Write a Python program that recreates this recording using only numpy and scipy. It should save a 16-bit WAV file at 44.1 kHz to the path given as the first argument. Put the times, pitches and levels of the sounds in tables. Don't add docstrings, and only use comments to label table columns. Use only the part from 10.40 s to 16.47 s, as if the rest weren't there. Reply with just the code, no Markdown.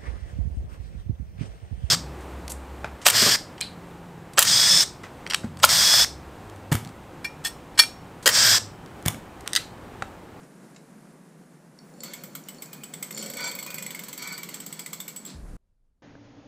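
import sys
import numpy as np
from scipy import signal
from scipy.fft import rfft, irfft
from scipy.io import wavfile
from scipy.ndimage import uniform_filter1d

SR = 44100
rng = np.random.default_rng(int(sys.argv[2]) if len(sys.argv) > 2 else 0)


def to_wav(sig):
    pcm = np.clip(np.atleast_2d(sig), -1, 1) * 32767
    pcm = np.round(pcm).astype(np.int16)
    wavfile.write(sys.argv[1], SR, pcm.T)


N = 267775
T = np.arange(N) / SR
CUT_S, SWITCH_S = 5.167, 5.621

# pitch_hz, density_db (per Hz)
HUSH_SPECTRUM = [(20, -27.5), (65, -31), (88, -30.5), (107, -45.5), (134, -8.5), (163, 0), (328, -10.5),
                 (1260, -23), (1610, -23.5), (3340, -36.5), (9670, -33.5), (14700, -41.5), (16000, -66)]
# time_s, level_db
HUSH_LEVEL = [(0, -48), (.9, -50.5), (1.3, -52), (1.6, -48), (2.8, -46), (4.2, -47), (5.17, -49)]
# start_s, peak_db
CLICKS = [(0.031, -48.5), (0.243, -52), (0.345, -48), (0.361, -40)]
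# start_s, peak_db, upper_modes_db (against the lower modes)
TICKS = [(1.388, -37, -14), (1.5005, -50, 2), (1.5386, -43.5, 6), (1.605, -30, 4), (1.6817, -43, -5),
         (2.038, -39.5, -2), (2.146, -40, 6), (2.184, -41, 9), (2.258, -39, 6), (2.7254, -31.5, 5),
         (2.747, -27, 9.5), (2.766, -27.5, 10), (2.781, -25, 6.5), (2.7993, -28.5, 5.5), (2.815, -29, 0.5)]
# pitch_hz, level_db, t60_s
HUB_MODES = [(4450, -4, .045), (4650, -10, .03), (5250, -3, .008), (5650, -6, .02), (7220, 0, .015),
             (9270, -7, .008)]
HUB_UPPER_HZ = 6500
# time_s, level_db (before its flicker)
WHINE_LEVEL = [(1.40, -85), (1.43, -63), (2.6, -52), (3.1, -80)]
WHINE_HZ = 15030

# start_s, hold_s, gear_chatter_db, hum_db
PUSHES = [(1.516, 0.044, -57, -55.5), (2.693, 0.07, -42.5, -46.5)]
PUSH_ATTACK_S, GEAR_RELEASE_DB_S, HUM_RELEASE_DB_S = 0.088, 107, 24.5
GEAR_IDLE_DB, GEAR_DB_PER_OCTAVE = -70, 3.7
HUM_IDLE_DB, HUM_DB_PER_OCTAVE = -67, 1.2
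# pitch_hz, level_db, t60_s
HUM_MODES = [(506, 1, .14), (528, -1, .11), (563, -2, .1), (740, -11, .07)]
# pitch_hz, level_db, t60_s
GROWL_MODES = [(215, 2, .12), (410, -4, .18)]
GROWL_DB, GROWL_RELEASE_DB_S = 2, 100

# start_s, hold_s, rub_level_db
BITES = [(1.623, 0.021, -58), (1.652, 0.04, -58), (2.953, 0.061, -49), (3.019, 0.025, -50),
         (3.76, 0.15, -49.5)]
BITE_ATTACK_S, BITE_RELEASE_DB_S = 0.025, 192.5
DRAG_DB, DRAG_DB_PER_OCTAVE = -61, 6
# pitch_hz, density_db (per Hz)
PAD_SPECTRUM = [(500, -51), (1000, 13.5), (2300, 10.5), (4500, 8.5), (7500, 12), (10000, -26.5),
                (15000, -24.5)]
# pitch_hz, level_db, t60_s
DISC_MODES = [(1000, -10, .04), (1500, -10, .08), (2290, -1, .07), (2430, -10, .06), (3240, -15, .06),
              (3500, -8, .08), (4450, -1, .04), (4620, 1, .045), (5670, -5, .04), (6400, -7, .05),
              (7425, -9, .05)]
DISC_FLUTTER_DB = 4.5
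# start_s, hold_s, level_db, pitch_hz
SINGS = [(1.73, 0.053, -65, 2460), (2.24, 0.25, -62, 2470), (3.0, 0.14, -56.5, 2480),
         (3.03, .02, -41, 7430), (3.25, 0.09, -48, 2446)]
SING_RELEASE_DB_S = 151.5
# start_s, hold_s, level_db
RASP = (4.855, 0.026, -47)
# pitch_hz, density_db (per Hz)
RASP_SPECTRUM = [(1500, -6.5), (3000, -7), (4500, 2), (6000, -8.5), (9000, -9.5), (13000, -33)]
RASP_RELEASE_DB_S = 270

# start_s, bright_peak_db, low_peak_db, strongest_low_hz
SNAPS = [(1.6336, -36.5, -41, 1940), (1.7345, -37, -34, 2130), (1.8364, -49, -45, 1390),
         (1.951, -34.5, -35.5, 1460), (2.0851, -35, -34.5, 2980), (2.2209, -41.5, -49, 2950),
         (2.3299, -40.5, -47, 2120), (2.4346, -33.5, -34, 2960), (2.5366, -27, -33, 2130),
         (2.6255, -28.5, -31, 2160), (2.7072, -38, -31, 2240), (2.7744, -39, -35, 2200),
         (2.825, -30.5, -37, 3180), (2.8604, -37.5, -43, 2260), (2.8986, -35.5, -49.5, 2260),
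         (2.9347, -36, -35, 2120), (2.9684, -31.5, -41, 2320), (3.0042, -33.5, -39, 1470),
         (3.0402, -31, -43, 2290), (3.0757, -33, -41, 2270), (3.1128, -35, -32, 3230),
         (3.1505, -32.5, -34, 2250), (3.1872, -32.5, -28.5, 2150), (3.2255, -31, -35, 1060),
         (3.2626, -34.5, -36, 1120), (3.3029, -37.5, -34.5, 2490), (3.342, -31, -38, 2400),
         (3.3817, -29, -30.5, 2000), (3.4237, -30, -34, 2070), (3.4631, -29.5, -28, 2110),
         (3.5054, -40, -30, 2150), (3.5468, -34.5, -29, 2160), (3.591, -37.5, -31.5, 2130),
         (3.6353, -38, -53, 2100), (3.683, -39, -49, 2140), (3.7282, -35, -40, 2110),
         (3.7764, -31.5, -45, 1500), (3.8223, -34.5, -43, 2300), (3.8727, -32.5, -37, 3570),
         (3.9235, -36, -40, 1980), (3.9776, -34, -40.5, 1980), (4.0313, -39, -37, 2260),
         (4.0879, -40, -35.5, 2900), (4.1408, -29, -37, 1850), (4.2011, -30, -36, 3080),
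         (4.262, -32.5, -51, 2040), (4.3253, -29.5, -36.5, 2950), (4.392, -31, -38, 3070),
         (4.4604, -27, -31, 2030), (4.5299, -31, -32, 2210), (4.6014, -33, -30.5, 2230),
         (4.679, -32, -37, 2170), (4.7614, -29, -41, 2250), (4.8494, -29.5, -45, 3390)]
# start_s, peak_db (of its bright ring)
BOUNCES = [(1.644, -42), (4.611, -30.5), (4.689, -32.5), (4.772, -35), (4.861, -29)]
# pitch_hz, density_db (per Hz)
CRACK_SPECTRUM = [(410, -53.5), (700, -34.5), (1110, -10), (1780, -22.5), (2140, -7.5), (2680, -19.5),
                  (3020, -9.5), (3880, -15), (4540, -12), (6660, -15.5), (7800, -4.5), (10400, -26),
                  (12400, -11), (14900, -6), (16300, -41.5)]
# pitch_hz, level_db, t60_s
SHRILL_MODES = [(12490, -4.5, 0.021), (13150, 1, 0.007), (14160, -8.5, 0.013)]
# pitch_hz, level_db, t60_s
BRIGHT_MODES = [(7500, -7, .01), (7780, -3, .014), (7970, 0, .02), (7950, -12, .075), (7860, -14, .065),
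                (7650, -21, .06)]
# pitch_hz, level_db, t60_s
SPOKE_MODES = [(2110, -16, 0.059), (3470, -6.5, 0.02)]
SLOW_PER_S = 10
CRACK_DB, CRACK_DB_PER_OCTAVE = -28, 0.5
CRACK_SCATTER_DB, SHRILL_SCATTER_DB = 1.5, 2.5

# time_s, pitch_hz (before its waver), level_db
RUMBLE_PATH = [(4.86, 299, -55), (4.915, 248.5, -43), (4.95, 110, -41), (5.0, 55.7, -40),
               (5.06, 35.8, -36.5), (5.17, 27, -37.5)]
# pitch_hz, density_db (per Hz)
RUMBLE_SPECTRUM = [(14, -25), (30, 0), (45, -4), (59, 2), (80, -6), (200, -16), (500, -38)]

ROOM_T60_S, ROOM_DB = 0.24, -5.5
TAIL_TOP_HZ, WIND_CUT_HZ = 15300, 125
FAR_PORT_DB = -3.5
STEREO_HZ, TOP_HZ = 11500, 16400

# pitch_hz, density_db (per Hz)
FAR_SPECTRUM = [(12, -33), (20, -1), (37, -8.5), (80, -17.5), (175, -26), (235, -29.5), (2540, -54),
                (12000, -57.5), (15600, -90.5), (22000, -120)]
FAR_DB = -68
# pitch_hz, density_db (per Hz)
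STREET_SPECTRUM = [(12, -38), (20, -9), (60, -22), (108, 0), (151, -6.5), (285, -6), (347, -13.5),
                   (500, -10), (638, -14), (757, -13), (966, -19.5), (6800, -34), (8840, -86),
                   (15000, -120)]
STREET_DB, STREET_TOP_HZ = -51.5, 6900
DRONE_HZ, DRONE_DB = 285, -55
CRUNCH_HZ, CRUNCH_DB, CRUNCH_RELEASE_DB_S = 1780, -62, 84
# pitch_hz, level_db, t60_s
KNOCK_MODES = [(287, 0, 0.03), (510, 3, 0.03), (730, -2, 0.02), (1150, -8, .015), (1600, -8, 0.012)]
KNOCK_S, KNOCK_DB = 5.752, -35.5


def undb(db):
    return 10 ** (np.asarray(db) / 20)


def unit(x):
    return x / np.sqrt(np.mean(x ** 2))


def envelope(table):
    s, db = np.transpose(table)
    return undb(np.interp(T, s, db, left=-150, right=-150))


def swell(s, hold_s, db, attack_s, release_db_s):
    rise = np.clip((T - s) / attack_s, 0, 1) ** 2
    return rise * undb(db - release_db_s * np.maximum(T - s - attack_s - hold_s, 0))


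def walk(rate):
    k = int(SR / rate)
    return uniform_filter1d(np.repeat(rng.standard_normal(N // k + 1), k), k)[:N]


def colour(x, points):
    hz, db = np.transpose(points)
    log_f = np.log(np.fft.rfftfreq(x.shape[-1], 1 / SR) + 1)
    return irfft(rfft(x) * undb(np.interp(log_f, np.log(hz), db)), x.shape[-1])


def steep(x, hz, kind):
    return signal.sosfilt(signal.ellip(6, .5, 60, hz, kind, fs=SR, output="sos"), x)


def noise(points, flicker_db, channels=1):
    return unit(colour(rng.standard_normal((channels, N)), points)) * undb(flicker_db * walk(18))


def ring(x, modes):
    out = 0
    for k, (hz, db, t60) in enumerate(modes):
        r = np.exp(-np.log(1000) / (max(t60, .005) * SR))
        w = 2 * np.pi * hz / SR
        mode = signal.lfilter([0, np.sin(w)], [1, -2 * r * np.cos(w), r * r], x)
        out = out + (-1) ** k * undb(db) * mode
    return out


def ringing_noise(modes):
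    return unit(ring(rng.standard_normal(N), modes))


def detune(modes, spread):
    draws = rng.standard_normal((len(modes), 2))
    return [(hz * (1 + spread * a), db + 3 * b, t60) for (hz, db, t60), (a, b) in zip(modes, draws)]


def scrape(rise_s, fall_s):
    t = T[:8192]
    return rng.standard_normal(len(t)) * (1 - np.exp(-t / rise_s)) * np.exp(-t / fall_s)


def chatter(rate, spread_db):
    chance = rng.random((3, N))
    size = undb(-spread_db * np.log(chance[2] + 1e-9))
    return (chance[0] < rate / SR) * np.sign(chance[1] - .5) * size


def add(track, s, sound, db):
    i = int(s * SR)
    sound = sound[:N - i]
    track[i:i + len(sound)] += sound * undb(db) / np.abs(sound).max()


def speed(t):
    s = np.array(SNAPS)[:, 0]
    return np.interp(t, (s[1:] + s[:-1]) / 2, 1 / np.diff(s))


def speed_gain(db, db_per_octave):
    turning = (T > SNAPS[0][0]) * (T < RASP[0])
    smooth = uniform_filter1d(speed(T) * turning, size=SR // 20)
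    return undb(db + db_per_octave * np.log2(np.maximum(smooth, .01) / SLOW_PER_S))


def hush():
    return envelope(HUSH_LEVEL) * steep(noise(HUSH_SPECTRUM, 0.8, channels=2), TAIL_TOP_HZ, "low")


def clicks():
    out = np.zeros(N)
    for s, db in CLICKS:
        add(out, s, colour(scrape(0.0013, 0.0047), PAD_SPECTRUM)[:4096], db)
    return out


def ticks():
    out = np.zeros(N)
    for s, db, upper_db in TICKS:
        modes = [(hz, g + upper_db * (hz > HUB_UPPER_HZ), t60) for hz, g, t60 in detune(HUB_MODES, .006)]
        shell = ring(scrape(.0002, .001), modes)
        contact = colour(scrape(.0002, .002), PAD_SPECTRUM) * (T[:8192] < .1)
        add(out, s, shell + .4 * contact, db)
    return out


def whine():
    tone = np.sin(2 * np.pi * WHINE_HZ * T)
    return envelope(WHINE_LEVEL) * undb(3.5 * walk(90)) * tone * np.array([[1], [-.6]])


def gears():
    level = speed_gain(GEAR_IDLE_DB, GEAR_DB_PER_OCTAVE)
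    for s, hold, db, _ in PUSHES:
        level = level + swell(s, hold, db, PUSH_ATTACK_S, GEAR_RELEASE_DB_S)
    return level * unit(ring(chatter(600., 3.), HUB_MODES))


def windings():
    hum = speed_gain(HUM_IDLE_DB, HUM_DB_PER_OCTAVE)
    growl = 0
    for s, hold, _, db in PUSHES:
        hum = hum + swell(s, hold, db, PUSH_ATTACK_S, HUM_RELEASE_DB_S)
        growl = growl + swell(s, hold, db + GROWL_DB, PUSH_ATTACK_S, GROWL_RELEASE_DB_S)
    return hum * ringing_noise(HUM_MODES) + growl * ringing_noise(GROWL_MODES)


def brake():
    grit = chatter(3000., 1.8)
    rub = speed_gain(DRAG_DB, DRAG_DB_PER_OCTAVE)
    for row in BITES:
        rub = rub + swell(*row, BITE_ATTACK_S, BITE_RELEASE_DB_S)
    bite = rub / undb(-53.5)
    disc = sum(ring(grit * undb(DISC_FLUTTER_DB * walk(28)), [mode]) for mode in DISC_MODES)
    hiss = undb(3.5 * walk(70)) / np.sqrt(np.maximum(bite, 1)) * unit(colour(grit, PAD_SPECTRUM))
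    out = rub * (bite ** .8 * unit(disc) + hiss)
    for s, hold, db, hz in SINGS:
        out += swell(s, hold, db, BITE_ATTACK_S, SING_RELEASE_DB_S) * unit(ring(grit, [(hz, 0, .12)]))
    return out + swell(*RASP, BITE_ATTACK_S, RASP_RELEASE_DB_S) * unit(colour(grit, RASP_SPECTRUM))


def snaps():
    ports, shared = np.zeros((2, N)), np.zeros(N)
    scatter = rng.standard_normal((len(SNAPS), 2))
    for (s, bright_db, low_db, low_hz), (crack_z, shrill_z) in zip(SNAPS, scatter):
        octaves = np.log2(speed(s) / SLOW_PER_S)
        crack_db = CRACK_DB + CRACK_DB_PER_OCTAVE * octaves + CRACK_SCATTER_DB * crack_z
        shrill_db = crack_db - 2.0 + SHRILL_SCATTER_DB * shrill_z
        for port in ports:
            add(port, s, colour(scrape(0.00083, 0.01), CRACK_SPECTRUM)[:4096], crack_db)
            add(port, s, ring(scrape(0.00034, 0.0027), detune(SHRILL_MODES, 0.023)), shrill_db)
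        add(shared, s, ring(scrape(.003, .0018), detune(BRIGHT_MODES, .004)), bright_db)
        low_modes = detune(SPOKE_MODES, .015) + [(low_hz, 0, .022)]
        add(shared, s, ring(scrape(.001, .002), low_modes), low_db)
    for s, db in BOUNCES:
        add(shared, s, ring(scrape(.001, .0016), detune(BRIGHT_MODES, .004)), db)
        add(shared, s, colour(scrape(0.00083, 0.011), CRACK_SPECTRUM)[:4096], db - 6)
    return ports + shared


def room(x):
    t = T[:SR // 2]
    decay = np.exp(-np.log(1000) * t / ROOM_T60_S) * (1 - np.exp(-t / 0.0024))
    tail = rng.standard_normal((2, len(t))) * decay
    tail *= undb(ROOM_DB) / np.sqrt(np.sum(tail ** 2, axis=1, keepdims=True))
    return x + signal.fftconvolve(x, steep(tail, TAIL_TOP_HZ, "low"), axes=1)[:, :N]


def rumble():
    s, hz, db = np.transpose(RUMBLE_PATH)
    pitch = np.interp(T, s, hz) * (1 + .3 * walk(60))
    tone = np.sin(2 * np.pi * np.cumsum(pitch) / SR)
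    growth = np.clip((T - s[1] - .02) / 0.05, 0, 1)
    rough = growth * steep(noise(RUMBLE_SPECTRUM, 1.0), 830, "low")
    return undb(np.interp(T, s, db, left=-150)) * (tone + 0.57 * rough)


def indoors():
    machine = clicks() + ticks() + gears() + windings() + brake()
    wheel = steep(room(snaps() + machine), WIND_CUT_HZ, "high")
    ports = wheel * undb([[FAR_PORT_DB], [0]]) + whine() + hush()
    split = signal.cheby1(10, .1, STEREO_HZ, "high", fs=SR, output="sos")
    treble = signal.sosfiltfilt(split, ports)
    return treble + (ports - treble)[1] + rumble()


def distance():
    return undb(FAR_DB) * noise(FAR_SPECTRUM, 1.6)


def crunch():
    level = swell(SWITCH_S, .04, CRUNCH_DB, .005, CRUNCH_RELEASE_DB_S)
    return level * ringing_noise([(CRUNCH_HZ, 0, .005)])


def knock():
    out = np.zeros(N)
    add(out, KNOCK_S, ring(scrape(0.00036, 0.00083), KNOCK_MODES), KNOCK_DB)
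    return out


def street():
    drone = undb(DRONE_DB) * ringing_noise([(DRONE_HZ, 0, .25)])
    bed = undb(STREET_DB) * noise(STREET_SPECTRUM, 0.82) + drone + crunch()
    return steep(bed * (T > SWITCH_S) + knock(), STREET_TOP_HZ, "low")


def scene():
    return np.where(T < CUT_S, indoors(), distance() + street())


def record(dry):
    return signal.sosfilt(signal.ellip(10, .2, 80, TOP_HZ, fs=SR, output="sos"), dry)


dry = scene()
out = record(dry)
to_wav(out)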